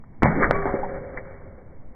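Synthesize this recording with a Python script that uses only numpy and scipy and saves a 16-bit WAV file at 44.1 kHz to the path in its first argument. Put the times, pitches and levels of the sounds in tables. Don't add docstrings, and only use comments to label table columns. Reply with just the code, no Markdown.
import sys
import numpy as np
from scipy import signal
from scipy.fft import rfft, irfft
from scipy.io import wavfile
from scipy.ndimage import uniform_filter1d

SR = 44100
rng = np.random.default_rng(int(sys.argv[2]) if len(sys.argv) > 2 else 0)


def log_audio(samples):
    frames = np.atleast_2d(samples).T
    limited = np.clip(frames, -1, 1)
    pcm = np.round(limited * 32767).astype(np.int16)
    wavfile.write(sys.argv[1], SR, pcm)


N = 85995
T, HZ = np.arange(N) / SR, np.fft.rfftfreq(N, 1 / SR)
BURST_S, DULL_HZ = .221, 2310


def amp(db):
    return 10 ** (np.asarray(db) / 20)


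def unit_rms(x):
    return x / np.sqrt(np.mean(x ** 2) + 1e-20)


def curve_at(points, hz):
    freqs, values = np.transpose(points)
    return np.interp(np.log(hz + 1), np.log(freqs), values)


def noise(gain):
    return unit_rms(irfft(gain * np.exp(2j * np.pi * rng.random(len(HZ))), N))


def resonance(hz, octaves):
    return 1 / (1 + (np.log2((HZ + 1) / hz) / octaves) ** 2 / 2) ** 2


def drift(hz):
    return noise(1 / (1 + (HZ / hz) ** 4))


def envelope(start, rise, t60, hold=0):
    return np.clip((T - start) / rise, 0, 1) * amp(-60 * np.maximum(T - start - rise - hold, 0) / t60)


def pulses(rows):
    return sum(amp(db) * (T - at) / width * np.exp((1 - ((T - at) / width) ** 2) / 2)
               for at, db, width in rows)


def puffs(rows):
    return sum(amp(db) * noise(resonance(hz, octaves)) * envelope(start, rise, t60)
               for start, db, hz, octaves, rise, t60 in rows)


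def air(level_db=-39.5, swell_db=1.5):
    # frequency in Hz, relative spectral level in dB.
    rumble_spectrum = [(8, 14.5), (20, -4), (50, -5), (90, -3), (190, -10), (255, -12.5), (330, -18),
                       (550, -25), (1100, -29.5), (1400, -40), (2300, -35)]
    rumble = noise(amp(curve_at(rumble_spectrum, HZ)) * (HZ < DULL_HZ) * (HZ > 3))
    return amp(level_db + swell_db * drift(hz=12)) * rumble


def rustles():
    # start in seconds, level in dB, centre in Hz, width in octaves, rise and t60 in seconds.
    faint_rustles = [(.038, -49.5, 1100, 1.0, 0.0018, 0.04), (.13, -62, 1000, 1.0, 0.0055, 0.094)]
    return puffs(faint_rustles)


def yard_echo(level_db=-18.5, clump_db=1.64, rise_s=.19):
    # frequency in Hz, relative spectral level in dB.
    echo_spectrum = [(25, 5.5), (80, -3.5), (160, 4), (350, -7), (550, -5.5), (830, -9), (1000, -12.5),
                     (1600, -11), (2300, -13.5)]
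    # frequency in Hz, reverberation time in seconds.
    decay_times = [(30, 3.1), (150, 1.97), (500, 3), (1000, 2.43), (2300, 2.055)]
    diffuse = noise(amp(curve_at(echo_spectrum, HZ)) * (HZ < DULL_HZ))
    hz, t, bands = signal.stft(diffuse, SR, nperseg=1024)
    decay = amp(-60 * np.maximum(t - BURST_S, 0) / curve_at(decay_times, hz)[:, None])
    tail = signal.istft(bands * decay, SR, nperseg=1024)[1][:N]
    return amp(level_db + clump_db * drift(hz=45)) * tail * np.clip((T - BURST_S) / rise_s, 0, 1)


def hollow_resonance(start_s=.655, final_hz=525.5, sag_hz=60, sag_s=.13, half_width_hz=32):
    centre_hz = final_hz + sag_hz * np.exp(-np.maximum(T - start_s, 0) / sag_s)
    phase = 2 * np.pi * np.cumsum(centre_hz) / SR
    band = drift(half_width_hz) * np.cos(phase) + drift(half_width_hz) * np.sin(phase)
    return amp(-31.5) * band * envelope(start_s, rise=.095, t60=1.96)


def ringing_pieces(waver=.0098):
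    # frequency in Hz, level in dB, t60 in seconds, start in seconds.
    modes = [(399, -26.5, 1.98, .51), (1136, -27.5, 0.63, .53), (1218, -28, 0.45, 0.4),
             (790, -36.5, 0.94, 0.45), (561.6, -31, 1.6, .66), (733, -31, 1.1, .655)]
    ring = np.zeros(N)
    for hz, db, t60, start in modes:
        cycles = np.cumsum(hz * (1 + waver * drift(hz=25))) / SR
        ring += amp(db) * np.sin(2 * np.pi * cycles) * envelope(start, rise=.016, t60=t60)
    return ring


def debris(grain_db=2):
    # start in seconds, level in dB, centre in Hz, width in octaves, rise and t60 in seconds.
    landings = [(.276, -24, 468, 1.3, .005, 0.061), (.302, -20.5, 402, 1.5, 0.0014, 0.046),
                (.352, -22, 287, 0.72, 0.0034, 0.41), (.392, -22, 370, 0.86, 0.031, 0.33),
                (.39, -28, 1605, 1, .01, 0.27), (.422, -14, 1478, 0.47, .009, 0.11),
                (0.439, -17.5, 1750, 0.2, 0.0014, 0.062), (.43, -25, 45, 0.97, .012, .2),
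                (.509, -10, 590, 0.59, 0.00065, .025), (.509, -17.5, 1402, 0.15, 0.00066, 0.024),
                (.514, -27, 1000, 1.7, .006, 0.23), (.518, -29, 2270, 0.025, 0.0068, 0.2),
                (.555, -26, 511, 0.49, 0.0018, .11), (0.655, -23.5, 644, 1.3, 0.00081, 0.34),
                (.739, -22.5, 340, .75, 0.00194, .13), (.755, -25, 696, 3.1, 0.0038, 0.06),
                (.827, -27.5, 823, 0.23, .003, .11), (1.037, -39.5, 550, 0.26, .003, 0.066),
                (1.1732, -29, 1950, 0.29, .0015, 0.067), (1.172, -32.5, 600, 1.1, 0.00071, 0.1),
                (1.245, -47, 1500, 1.45, 0.0091, 1), (1.335, -50, 110, 0.43, 0.014, .2)]
    # time in seconds, peak level in dB, half width in seconds.
    snaps = [(.5105, -5.5, 0.00017), (.6565, -19.5, 0.00042), (.6592, -22.5, 0.00063),
             (.6668, -16.5, 0.00045), (.7417, -13, .0005), (1.1733, -27, 0.00012), (1.1793, -27, 0.00006)]
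    grain = unit_rms(amp(grain_db * drift(hz=200)))
    return pulses(snaps) + puffs(landings) * grain


def bottle_burst(rush_db=-17, boom_s=.228):
    # time in seconds, peak level in dB, half width in seconds.
    shocks = [(.2235, -12, 0.00042), (.2229, -10.5, 0.00016), (.2275, -10.5, 0.00012),
              (.2326, -5.5, 0.00068), (.2332, -5, 0.000227), (.2495, -10.5, .0012), (.2586, -7, .00027)]
    # frequency in Hz, relative spectral level in dB.
    rush_spectrum = [(25, 1.5), (90, -7.5), (150, 0.5), (280, -2), (400, -19.5), (600, -9.5), (950, -9),
                     (1400, -16), (2300, -12)]
    # frequency in Hz, level in dB, t60 in seconds.
    boom_modes = [(141.1, -19.5, 0.18), (169.1, -15.5, 0.11), (209.6, -25, 0.66)]
    rush = amp(rush_db) * noise(amp(curve_at(rush_spectrum, HZ)) * (HZ < DULL_HZ))
    rush *= envelope(BURST_S, rise=.0031, t60=.13, hold=.048)
    boom = sum(amp(db) * np.sin(2 * np.pi * hz * (T - boom_s)) * envelope(boom_s, rise=.06, t60=t60)
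               for hz, db, t60 in boom_modes)
    return pulses(shocks) + rush + boom


def scene():
    background = air() + rustles() + yard_echo()
    return (background + hollow_resonance() + ringing_pieces() + debris() + bottle_burst())[None]


def record(dry, sheen_db=-47.5, hiss_db=-94, smooth_s=.006, ceiling=.707, band_limit_hz=15700):
    # frequency in Hz, relative spectral level in dB.
    sheen_spectrum = [(2400, -7.5), (3120, -26.5), (3270, 11.5), (3480, -25), (5200, -21.5), (5560, -9),
                      (5900, -22.5), (8000, -33.5), (15000, -32.5)]
    # frequency in Hz, relative spectral level in dB.
    hiss_spectrum = [(2400, -4), (5000, -3), (5560, 8), (6100, -3), (8000, -2), (15000, -4)]
    dulling = signal.firwin(4001, DULL_HZ, window=("kaiser", 6), fs=SR)
    dull = signal.oaconvolve(dry, dulling[None], "same")
    midrange = irfft(rfft(dull) * (HZ > 600), N)
    loudness = np.sqrt(abs(uniform_filter1d(midrange ** 2, round(smooth_s * SR))))
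    sheen = amp(sheen_db) * loudness * noise(amp(curve_at(sheen_spectrum, HZ)) * (HZ > DULL_HZ))
    hiss = amp(hiss_db) * noise(amp(curve_at(hiss_spectrum, HZ)))
    clipped = np.clip(dull + sheen + hiss, -ceiling, ceiling)
    band_limit = signal.firwin(511, band_limit_hz, window=("kaiser", 9), fs=SR)
    return signal.oaconvolve(clipped, band_limit[None], "same")


dry = scene()
out = record(dry)
log_audio(out)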